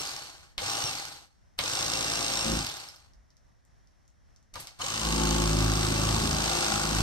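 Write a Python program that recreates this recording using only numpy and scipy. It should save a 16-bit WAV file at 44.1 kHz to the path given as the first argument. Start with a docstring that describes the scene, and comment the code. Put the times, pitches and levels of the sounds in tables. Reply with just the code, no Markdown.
"""A quiet kitchen, where a cordless fillet knife runs in short bursts. A small motor drives gears and
a crank that saws two blades to and fro: the gears hiss and whine, the blades clack at each stroke end,
and the cutting board hums when they press on it. The trigger snaps and scuffs, the blades clack loosely
as the motor coasts down, and small ticks and dull bumps of handling fall on the board."""
import sys
import numpy as np
from scipy import signal
from scipy.fft import rfft, irfft, next_fast_len
from scipy.io import wavfile
from scipy.ndimage import uniform_filter1d, map_coordinates

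SR = 44100
rng = np.random.default_rng(int(sys.argv[2]) if len(sys.argv) > 2 else 0)


def generate_wav(sig):
    """Save sig (samples, or channels by samples) to the path in sys.argv[1] as 16-bit PCM at SR."""
    pcm = np.round(np.clip(np.atleast_2d(sig).T, -1, 1) * 32767).astype(np.int16)
    wavfile.write(sys.argv[1], SR, pcm)


N = 309582
T = np.arange(N) / SR


def amp(db):
    """Gain of a level in dB."""
    return 10 ** (np.asarray(db) / 20)


def unit(x):
    """Scaled to rms 1."""
    return x / np.sqrt(np.mean(x ** 2) + 1e-20)


def along(points, hz):
    """Reads (Hz, value) points on a log axis."""
    f, v = np.transpose(points)
    return np.interp(np.log(hz + 1), np.log(f + 1), v)


def curves(rows):
    """One value per sample for each column after the time."""
    s, *cols = np.transpose(rows)
    return [np.interp(T, s, c) for c in cols]


def wobble(rate):
    """A smooth random curve, rate knots a second."""
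    return map_coordinates(rng.standard_normal(int(N * rate / SR) + 4), [T * rate])


def filtered(x, response):
    """x through a complex frequency response."""
    m = next_fast_len(N + 8192)
    return irfft(rfft(x, m) * response(np.fft.rfftfreq(m, 1 / SR)), m)[..., :N]


def ringing(modes):
    """Frequency response of a table of resonances."""
    return lambda hz: sum((-1) ** k * amp(db) * 1j * hz * w / (c * c - hz * hz + 1j * hz * w)
                          for k, (c, w, db) in enumerate(modes))


def tone(cycles, waver_db, rate=12):
    """A sine on a running count of cycles, wavering in level and phase."""
    return np.sqrt(2) * amp(waver_db * wobble(rate)) * np.cos(2 * np.pi * (cycles + .045 * wobble(25)))


def clicks(rows, rise_cycles, crack):
    """Each contact is a short ring at its own pitch with a noisy crack."""
    out, t = np.zeros(N + SR), np.arange(SR // 10) / SR
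    for start, db, hz in rows:
        age = t * hz / rise_cycles
        ring = age * np.exp(1 - age) * np.sin(2 * np.pi * hz * t)
        spit = crack * np.exp(-t / .0012) * np.diff(rng.standard_normal(len(t) + 1))
        out[round(start * SR):][:len(t)] += amp(db) * (ring + spit)
    return out[:N]


# Stereo image of the knife's noise. Each row: frequency in Hz, left-right likeness from -1 to 1.
KNIFE_IMAGE = [(100, 1), (250, 0.75), (500, 0.43), (1000, 0.99), (2500, 0.66), (5000, 0.042), (8000, 0.045),
               (12000, 0.92)]
def noise(spectrum, gate=1, image=KNIFE_IMAGE):
    """Gated, coloured stereo noise of rms 1, partly alike left and right."""
    angle = lambda hz: np.arccos(np.clip(along(image, hz), -1, 1)) / 2
    shape = lambda hz: amp(along(spectrum, hz)) * [np.cos(angle(hz)), np.sin(angle(hz))]
    mid, side = filtered(gate * rng.standard_normal((2, N)), shape)
    return unit(np.array([mid + side, mid - side]))


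# Trigger pulls. Each row: pull and release in seconds, creep as a share of full speed, hiss in dB,
# clack in dB over the hiss, end-blow strength, whine harmonics 1, 2 and 3 in dB, coasting whine in dB.
PULLS = [(-.3, 0.02, .6, -33, -3.5, 6.7, -58, -43, -58, -53),
         (0.577, 0.898, 0.25, -36, -4.5, 4.9, -45, -41, -64, -57),
         (1.578, 2.588, 0.57, -34, -3, 5.9, -47, -44, -46.5, -50),
         (4.534, 4.606, 0.38, -43, -20, 2.8, -66, -66, -70, -68),
         (4.784, 7.31, 0.39, -34, -4, 3.47, -51, -63, -48, -68)]
# Full crank speed. Each row: time in seconds, turns per second.
CRANK_SPEED = [(0, 28), (.7, 28.4), (.83, 29), (.862, 28.7), (.895, 26.5), (1.7, 27.3), (1.9, 27.45),
               (2.35, 27.4), (2.6, 28), (4.6, 13), (4.8, 27.2), (5.2, 27.15), (5.6, 26.75), (5.95, 26.85),
               (6.25, 27.2), (6.5, 26.85), (6.7, 26.6), (6.8, 26.1), (6.9, 26.3), (7.02, 26.9)]
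# Sync points, one per pull: a time in seconds when a stroke ends.
STROKE_ENDS = [.1648, 1.0535, 2.0095, 4.601, 5.495]
def motor(spin_up_s=.035, brake_hz_per_s=62, creep_s=.58):
    """Spins up, coasts, creeps to rest. Gives crank turns, speed in dB of full, power, pull number."""
    pulled, released, creep_share, *_ = np.transpose(PULLS)
    pull = np.searchsorted(pulled, T) - 1
    driven_until = np.minimum(T, released[pull])
    coast_s = T - driven_until
    full_hz = np.interp(driven_until, *np.transpose(CRANK_SPEED))
    spin = 1 - np.exp(-(driven_until - pulled[pull]) / spin_up_s)
    creep = (coast_s > 0) * creep_share[pull] * np.maximum(1 - coast_s / creep_s, 0)
    speed = np.maximum(spin - brake_hz_per_s * coast_s / full_hz, creep) + .001006
    turns = np.cumsum(speed * full_hz) / SR
    turns -= np.interp(STROKE_ENDS, T, turns)[pull]
    on = 1. * (coast_s == 0)
    power = np.maximum(uniform_filter1d(on, size=200), signal.lfilter([.0005], [1, -.9995], on))
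    return turns, 20 * np.log10(speed), power, pull


# Load on the blades. Each row: time in seconds, board hum in dB (it stands for pressure), fourth crank
# harmonic in dB over the hum, gear noise trim in dB, board buzz trim in dB.
LOAD = [(0, -68, -6, -5.5, 0), (0.689, -61, 13.5, 2, -6), (.9, -72, 8, 0, 1), (1.7, -61, 9, 0.5, -4),
        (1.9, -51.5, 0, 1, 5), (2.43, -52, 1.5, 1, 3.5), (2.46, -49.5, 4, 1.5, 9),
        (2.529, -33, -13, -0.5, 2.5), (2.7, -43.5, 8, -2, -0.5), (4.8, -68, 0.5, -2, -7),
        (5.0, -46.5, 3.5, -1.5, 1.5), (5.06, -33.5, -41, 0, 1.5), (5.299, -30, -15.5, 0.5, -4.5),
        (5.65, -29, -1, 0, -2.5), (5.95, -36, 1.5, 0.5, 3), (6.12, -32.5, 2, 1.5, 2),
        (6.3, -37, -7, 0.5, 6.5), (6.45, -38, -10, 2, 0), (6.66, -49.5, -18, 3.5, 5),
        (6.76, -43, 6.5, 2, 4), (6.879, -38.5, -16.5, 0.5, 3.5), (7.02, -28.5, 1.5, 1, 1)]
def gear_level(speed_db, pull):
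    """The fader for gear noise, in dB: it follows speed, more steeply in a coast."""
    _, released, _, hiss_db, *_ = np.transpose(PULLS)
    slope = np.where(T > released[pull], 1.57, 1)
    return hiss_db[pull] + curves(LOAD)[2] + slope * speed_db


# Bright gear hiss. Each row: frequency in Hz, relative level in dB.
HISS_EQ = [(1060, -20.5), (1800, -8.5), (2170, -2), (2680, -3.5), (3200, -3.5), (5030, -2.5), (6530, -4),
           (7210, -9.5), (8320, -7), (10300, -21), (13200, -25), (13900, -11), (15500, -37)]
# Shell resonances. Each row: centre in Hz, width in Hz, dB over the hiss under power, the same coasting.
SHELL_MODES = [(805, 28, -12.5, -10.5), (1183, 56, -16, -20), (4005, 136, -16.5, -13),
               (4400, 110, -16.5, -8.5), (8390, 220, -13, -16.5)]
# How freely the grip lets the shell ring under power: one trim in dB per pull.
SHELL_TRIM = [9.5, 3, 0, 0, 0]
def gear_hiss(reversal, power, pull):
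    """Teeth meet unevenly: a grainy hiss that rings the shell."""
    hiss = noise(HISS_EQ, amp(2.5 * wobble(900)) * (1 + .23 * reversal))
    for hz, width, driven_db, coast_db in SHELL_MODES:
        level_db = (driven_db + np.take(SHELL_TRIM, pull)) * power + coast_db * (1 - power)
        hiss += amp(level_db) * noise([(hz - 3 * width, -30), (hz, 0), (hz + 3 * width, -30)])
    return hiss


# Rattling blade holder and whirring handle. Each row: centre in Hz, width in Hz, relative level in dB.
HOLDER_MODES = [(1100, 45, 3.5), (3015, 110, 1.5), (4300, 130, -7.5), (6840, 500, -5)]
HANDLE_MODES = [(773, 55, -1), (937, 64, -7), (1390, 130, -2)]
# The grip. Each row: time in seconds, rattle and whirr in dB over the hiss, board's eighth harmonic in dB.
GRIP = [(0, -12, -25, -68), (2.42, -28, -22.5, -75), (2.47, -22, -13, -32.5), (2.58, -20, -23, -38),
        (2.65, -19, -26, -54), (4.78, -20, -17, -68), (4.81, -1.5, -24, -67), (5.0, -4.5, -22, -44.5),
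        (5.3, -4, -13, -37), (5.8, -23, -9, -44), (6.15, -27, -21, -39), (6.28, -16, -11, -35),
        (6.4, -14, -10.5, -40), (6.65, -21, -8, -58), (6.73, -21, -4.5, -38), (6.85, -20, -7.5, -46),
        (7.02, -20, -5.5, -38)]
def rattle_and_whirr(shake):
    """Each reversal shakes the blade holder and the handle."""
    def shaken(modes, width):
        jitter = rng.standard_normal(N) + width * rng.standard_normal((2, N))
        return unit(filtered(shake * jitter, ringing(modes)))
    rattle_db, whirr_db, _ = curves(GRIP)
    return amp(rattle_db) * shaken(HOLDER_MODES, .8) + amp(whirr_db) * shaken(HANDLE_MODES, .7)


# Clack colour, blades free and pressed. Each row: frequency in Hz, relative level in dB.
FREE_EQ = [(2500, -46), (3500, 4), (4500, -11), (5200, 0.5), (6000, -1), (8500, -10.5), (15000, -25)]
PRESSED_EQ = [(1000, -15.5), (2800, 8.5), (4500, 2), (6500, 10.5), (8500, 1.5), (11000, -8.5),
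              (15000, -3.5)]
# Ring of struck steel. Each row: centre in Hz, width in Hz, relative level in dB.
STEEL_MODES = [(2830, 200, -16), (3700, 260, 3.5), (4690, 197, 2.5), (5150, 210, 5), (6430, 470, 1),
               (7400, 130, 1.5)]
def blade_clack(turns, stroke, reversal, pressed, pull):
    """At each reversal: a noise burst, with small taps and one hard blow that ring the steel."""
    taps = reversal * (rng.random(N) < .04) * 3.5 * rng.standard_normal(N)
    at_end = np.diff(np.floor(2 * turns), prepend=0) != 0
    taps += np.transpose(PULLS)[5, pull] * reversal * at_end
    clack = np.sqrt(1 - pressed) * noise(FREE_EQ, reversal)
    clack += np.sqrt(pressed) * noise(PRESSED_EQ, reversal)
    clack += 1.7 * unit(filtered(taps, lambda hz: ringing(STEEL_MODES)(hz) * hz / (hz + 3000)))
    # the crank drives every stroke alike, so even out most of the chance in their energy
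    which = np.cumsum(np.diff(stroke, prepend=0) != 0)
    energy = np.bincount(which, np.mean(clack ** 2, axis=0))
    excess = energy / (np.bincount(which, reversal ** 2) + 1e-9) + 1e-9
    return unit(clack / excess[which] ** .47)


# Low body of the motor. Each row: frequency in Hz, relative level in dB.
DRONE_EQ = [(35, -25), (60, -9.5), (150, -3.5), (195, -18.5), (290, -5.5), (430, -9), (700, -6.5),
            (1150, -4.5), (1580, -4), (1850, -12), (2600, -40.5)]
# Rotor tone: one level per pull, in dB over the drone.
ROTOR_LEVELS = [-14, -29, -8.5, -10, -11.5]
# Motor tones under load. Each row: crank harmonic, level in dB over the drone.
STRAIN_TONES = [(40, -10), (42, -9)]
def motor_drone(turns, speed_db, power, pull, reversal, pressed):
    """A rumble with a rotor tone, strain under lasting load, and small knocks that repeat every turn."""
    drone = noise(DRONE_EQ, 1 + .5 * reversal)
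    drone += power * amp(ROTOR_LEVELS)[pull] * tone(19.3 * turns, 3)
    strain = uniform_filter1d(pressed, size=SR // 2) ** 2
    drone += strain * sum(amp(db) * tone(k * turns, 3.5, rate=7) for k, db in STRAIN_TONES)
    knocks = lambda first: sum(tone(k * turns + rng.random(), 6, rate=5) for k in range(first, 50, 2))
    comb = unit(knocks(15) + knocks(16) + .65 * knocks(16) * [[1], [-1]])
    return drone + power * amp(-4 + 20 * speed_db) * comb  # the comb sounds only near full speed


def gear_whine(turns, speed_db, power, pull, teeth_per_turn=100):
    """Meshing teeth sing three harmonics; in a coast the second swells through a shell resonance."""
    *driven_db, coast_db = np.transpose(PULLS)[6:, pull]
    first, second, third = amp(np.array(driven_db) + 5.7 * speed_db)
    coast_db -= 6 * ((speed_db + 2.2) / 1.6) ** 2  # loudest 2.2 dB below full speed
    second = power ** 4 * second + (1 - power ** 4) * amp(coast_db)
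    mesh = teeth_per_turn * turns + np.cumsum(30 * wobble(90)) / SR
    return (first * tone(mesh, 4.7, rate=45) + second * tone(2 * mesh, 4.1, rate=45)
            + third * tone(3 * mesh, 2.6))


def drivetrain(turns, speed_db, power, pull):
    """The knife's running mix, pulsing twice a turn as the blades reverse and load the gears."""
    pressed = np.clip((curves(LOAD)[0] + 52) / 16, 0, 1) * power
    stroke, phase = np.divmod(2 * turns + .5, 1)
    play_db = 1.2 * rng.standard_normal(400)
    play_db[::2] += 1.5  # one end of the stroke has more play
    size = amp(play_db[stroke.astype(int) % 400])
    pulse = lambda width: size * np.exp(-((phase - .5) / width) ** 2)
    reversal = pulse(.11)
    clack = blade_clack(turns, stroke, reversal, pressed, pull)
    hiss = gear_hiss(reversal, power, pull) + rattle_and_whirr(pulse(.19) + .096)
    drone = motor_drone(turns, speed_db, power, pull, reversal, pressed)
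    clack_db = np.transpose(PULLS)[4, pull] + speed_db
    drone_db = -6.5 + 2 * pressed - .16 * speed_db  # lingers as the motor slows
    body = hiss + amp(clack_db) * clack + amp(drone_db) * drone
    return amp(gear_level(speed_db, pull)) * body + gear_whine(turns, speed_db, power, pull)


# Overtones as the blades lean in. Each row: time in seconds, then levels in dB of crank harmonics
# 3 and 5 (shared), 10, 13 and 32.
LEAN_TONES = [(2.42, -64, -58, -55, -70), (2.53, -45.5, -41.5, -44, -60), (5.0, -63, -60.5, -60, -65),
              (5.2, -57, -36, -36, -37.5), (5.42, -58, -40, -35, -44), (5.65, -57, -37, -37.5, -59),
              (5.82, -48, -44.5, -40, -61), (6.1, -42, -54, -42, -41.5), (6.33, -38.5, -55, -55, -53),
              (6.55, -55, -57, -38.5, -62), (7.02, -50, -54, -47, -56)]
# The board's buzz. Each row: crank harmonic, relative level in dB.
BUZZ_TONES = [(11, 1), (12, 3), (14, 2.5)]
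def board_hum(turns, power):
    """The pressed blades shake the board at harmonics of the crank, over a low scrub."""
    hum_db, fourth_db, _, trim_db = curves(LOAD)
    sixth_db = -32 + .88 * (hum_db + 29)
    evens = [(2, hum_db), (4, hum_db + fourth_db), (6, sixth_db)]
    hum = sum(amp(db) * tone(k * turns, .7) for k, db in evens)
    hum += amp(curves(GRIP)[2]) * tone(8 * turns, 2)
    low_db, *upper_db = curves(LEAN_TONES)
    overtones = zip([3, 5, 10, 13, 32], [low_db, low_db, *upper_db])
    hum += sum(amp(db) * tone(k * (turns - .38) + .5, 1.2) for k, db in overtones)
    buzz = unit(sum(amp(db) * tone(k * (turns - .3) + .5, 2, rate=6) for k, db in BUZZ_TONES))
    scrub = noise([(40, -10), (90, -7), (250, 5.5), (420, -7), (700, -24.5)], amp(1.3 * wobble(45)))
    buzz_db = -39.5 + trim_db + .67 * (hum_db + 29.5)
    return power * (hum + amp(buzz_db) * (buzz + amp(2) * scrub))


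# Room tone. Each row: frequency in Hz, relative level in dB.
KITCHEN_EQ = [(15, -33), (25, -3), (68, 0), (433, -25), (648, -21), (1340, -27), (1900, -26), (2490, -36),
              (5010, -37), (5430, -29), (7500, -41), (13900, -46), (15500, -61)]
# Its stereo image. Each row: frequency in Hz, left-right likeness from -1 to 1.
KITCHEN_IMAGE = [(60, -0.18), (240, -0.34), (950, -0.3), (3770, 0.86), (15000, -1)]
def kitchen(level_db=-61):
    """A steady bed of room hush, slightly uneven."""
    return amp(level_db) * noise(KITCHEN_EQ, amp(wobble(10)), KITCHEN_IMAGE)


# The hardest loose clacks. Each row: start in seconds, level in dB, pitch in Hz.
LOOSE_CLACKS = [(0.0618, -25, 4760), (0.0817, -31, 4590), (0.1341, -38, 5150), (0.2783, -50, 4400),
                (0.109, -32, 4990), (0.196, -42.5, 5400), (0.2359, -39, 4840), (0.1648, -28, 5340),
                (0.3474, -47, 5260), (0.9287, -38, 6420), (0.9856, -25.5, 4500), (2.6651, -25, 4760),
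                (2.6984, -28, 3658), (2.7703, -32, 5430), (2.8, -33, 4500), (1.0535, -31, 5000),
                (1.1263, -35.5, 4500), (1.1712, -40, 4370), (2.8875, -30.5, 5250), (2.9612, -40.5, 5200)]
def slack_blades(turns, speed_db, power, pull, pitch_hz=4600):
    """Slack blades clack at the stroke ends of a coast, with placed accents on top."""
    at_end = np.diff(np.floor(2 * turns)) == 1
    ends = np.flatnonzero(at_end & (power[1:] < .5) & (speed_db[1:] > -20))
    chance = rng.standard_normal((60, 2))
    level_db = gear_level(speed_db, pull)[ends] - 8
    rows = [(i / SR, db + 2.5 * force, pitch_hz * np.exp(.17 * detune))
            for i, db, (force, detune) in zip(ends, level_db, chance)]
    return clicks(LOOSE_CLACKS + rows, rise_cycles=1.74, crack=.35)


# Clear handling ticks. Each row: start in seconds, level in dB, pitch in Hz.
HANDLING_TICKS = [(3.1353, -48, 5400), (3.3049, -49, 5500), (3.3687, -47.5, 5600), (3.6516, -52, 7360),
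                  (3.8731, -51, 5450), (4.0791, -48, 6430), (4.1023, -57, 7040), (4.362, -44.5, 5800),
                  (4.4278, -52, 6540)]
def handling(faint_db=-65, top_hz=5760):
    """Hands and knife tick on the wet board: a few clear ticks, and faint ones scattered throughout."""
    faint = [(when * N / SR, faint_db + 8 * (force - .5), top_hz * np.exp(-detune ** 2))
             for when, force, detune in rng.random((30, 3))]
    return clicks(HANDLING_TICKS + faint, rise_cycles=.85, crack=.12)


# Trigger snaps. Each row: start in seconds, level in dB, pitch in Hz.
SNAPS = [(0.5803, -12.5, 3740), (1.5899, -7.5, 3940), (4.5393, -31, 5300), (4.557, -24, 4400),
         (4.672, -24.5, 4950)]
def trigger_snaps():
    """The trigger snaps with a tight, bright click."""
    return clicks(SNAPS, rise_cycles=.42, crack=.13)


# Start-up groans. Each row: start in seconds, level in dB.
START_GROANS = [(.608, -37.5), (1.625, -39), (4.553, -52), (4.822, -39)]
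def motor_groans(low_hz=420, rise_hz=200, length_s=.043):
    """The motor groans briefly upward as it starts."""
    out, t = np.zeros(N), np.arange(round(length_s * SR)) / SR
    glide = np.sin(2 * np.pi * (low_hz * t + rise_hz * t * t / length_s / 2))
    for start, db in START_GROANS:
        out[round(start * SR):][:len(t)] += amp(db) * np.hanning(len(t)) * glide
    return out


# Bumps on the board. Each row: start in seconds, level in dB, pitch in Hz.
BOARD_BUMPS = [(.84, -32.5, 121), (3.163, -50, 48), (3.184, -55, 48), (6.336, -26.5, 155)]
def board_bumps():
    """The bumped board gives a dull, low thud."""
    return clicks(BOARD_BUMPS, rise_cycles=.6, crack=0)


# Trigger scuffs. Each row: start in seconds, level in dB before the trim, centre in Hz, fade in seconds.
TRIGGER_SCUFFS = [(4.54, -28.5, 5030, 0.0037), (4.555, -28, 1070, 0.0039), (4.601, -29.5, 10800, 0.011),
                  (4.672, -34, 5730, 0.0041), (4.771, -52, 5160, 0.0039), (4.789, -40, 8150, 0.0034),
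                  (4.796, -35, 1160, 0.03)]
def trigger_scuffs(trim_db=-10):
    """Plastic rubs on plastic as the trigger is half pressed and let go: short puffs of noise."""
    out, t = np.zeros(N + SR), np.arange(SR // 10) / SR
    for start, db, hz, fade_s in TRIGGER_SCUFFS:
        puff = unit(signal.lfilter(*signal.iirpeak(hz, 2.5, SR), rng.standard_normal(len(t))))
        out[round(start * SR):][:len(t)] += amp(db + trim_db) * np.exp(-t / fade_s) * puff
    return out[:N]


# Reverb return. Each row: frequency in Hz, level in dB over the direct sound.
REVERB_EQ = [(60, -28), (200, -45.5), (500, 12), (4000, -0.5), (12000, -4.5)]
def room(x, decay_s=.15):
    """Table and walls scatter sharp sounds, differently to each side."""
    t = np.arange(SR // 4) / SR
    tail = rng.standard_normal((2, len(t))) * amp(-60 * t / decay_s) * (t > .002)
    wet = signal.fftconvolve(x[None], tail / np.linalg.norm(tail[0]), axes=1)[:, :N]
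    return filtered(wet, lambda hz: amp(along(REVERB_EQ, hz)))


# The knife's place in the image. Each row: frequency in Hz, phase lead of the left side in radians.
LEFT_LEAD = [(0, -0.5), (430, 1.76), (1210, 1), (2070, 2.5), (2840, 4.5), (3450, 4), (5510, 7.5),
             (7060, 9.5), (8270, 7.5), (8870, 14.5), (10300, 8), (12800, 3.5), (13900, 24.5), (15300, -5.5)]
# Shading by the camera body. Each row: frequency in Hz, left minus right in dB.
LEFT_TILT = [(60, -0.5), (200, -1.5), (380, 3), (700, 10.5), (1290, 1.5), (2380, 1), (4400, -4), (8120, 4),
             (15000, -2)]
def scene():
    """The knife reaches the left microphone first; the camera body shades each side in its own way."""
    drive = motor()
    turns, _, power, _ = drive
    contacts = trigger_snaps() + trigger_scuffs() + slack_blades(*drive) + handling() + board_bumps()
    knife = drivetrain(*drive) + board_hum(turns, power) + motor_groans() + contacts
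    side = np.array([[.5], [-.5]])
    direct = filtered(knife, lambda hz: np.exp(1j * side * np.interp(hz, *np.transpose(LEFT_LEAD))))
    shaded = filtered(direct + room(contacts), lambda hz: amp(side * along(LEFT_TILT, hz)))
    return shaded + kitchen()


def record(dry):
    """The camera rolls off the top and keeps nothing above its band limit."""
    top_hz, rolloff = 15725, [(13800, -.5), (14400, -26)]
    return filtered(dry, lambda hz: (hz < top_hz) * amp(along(rolloff, hz)))


dry = scene()
out = record(dry)
generate_wav(out)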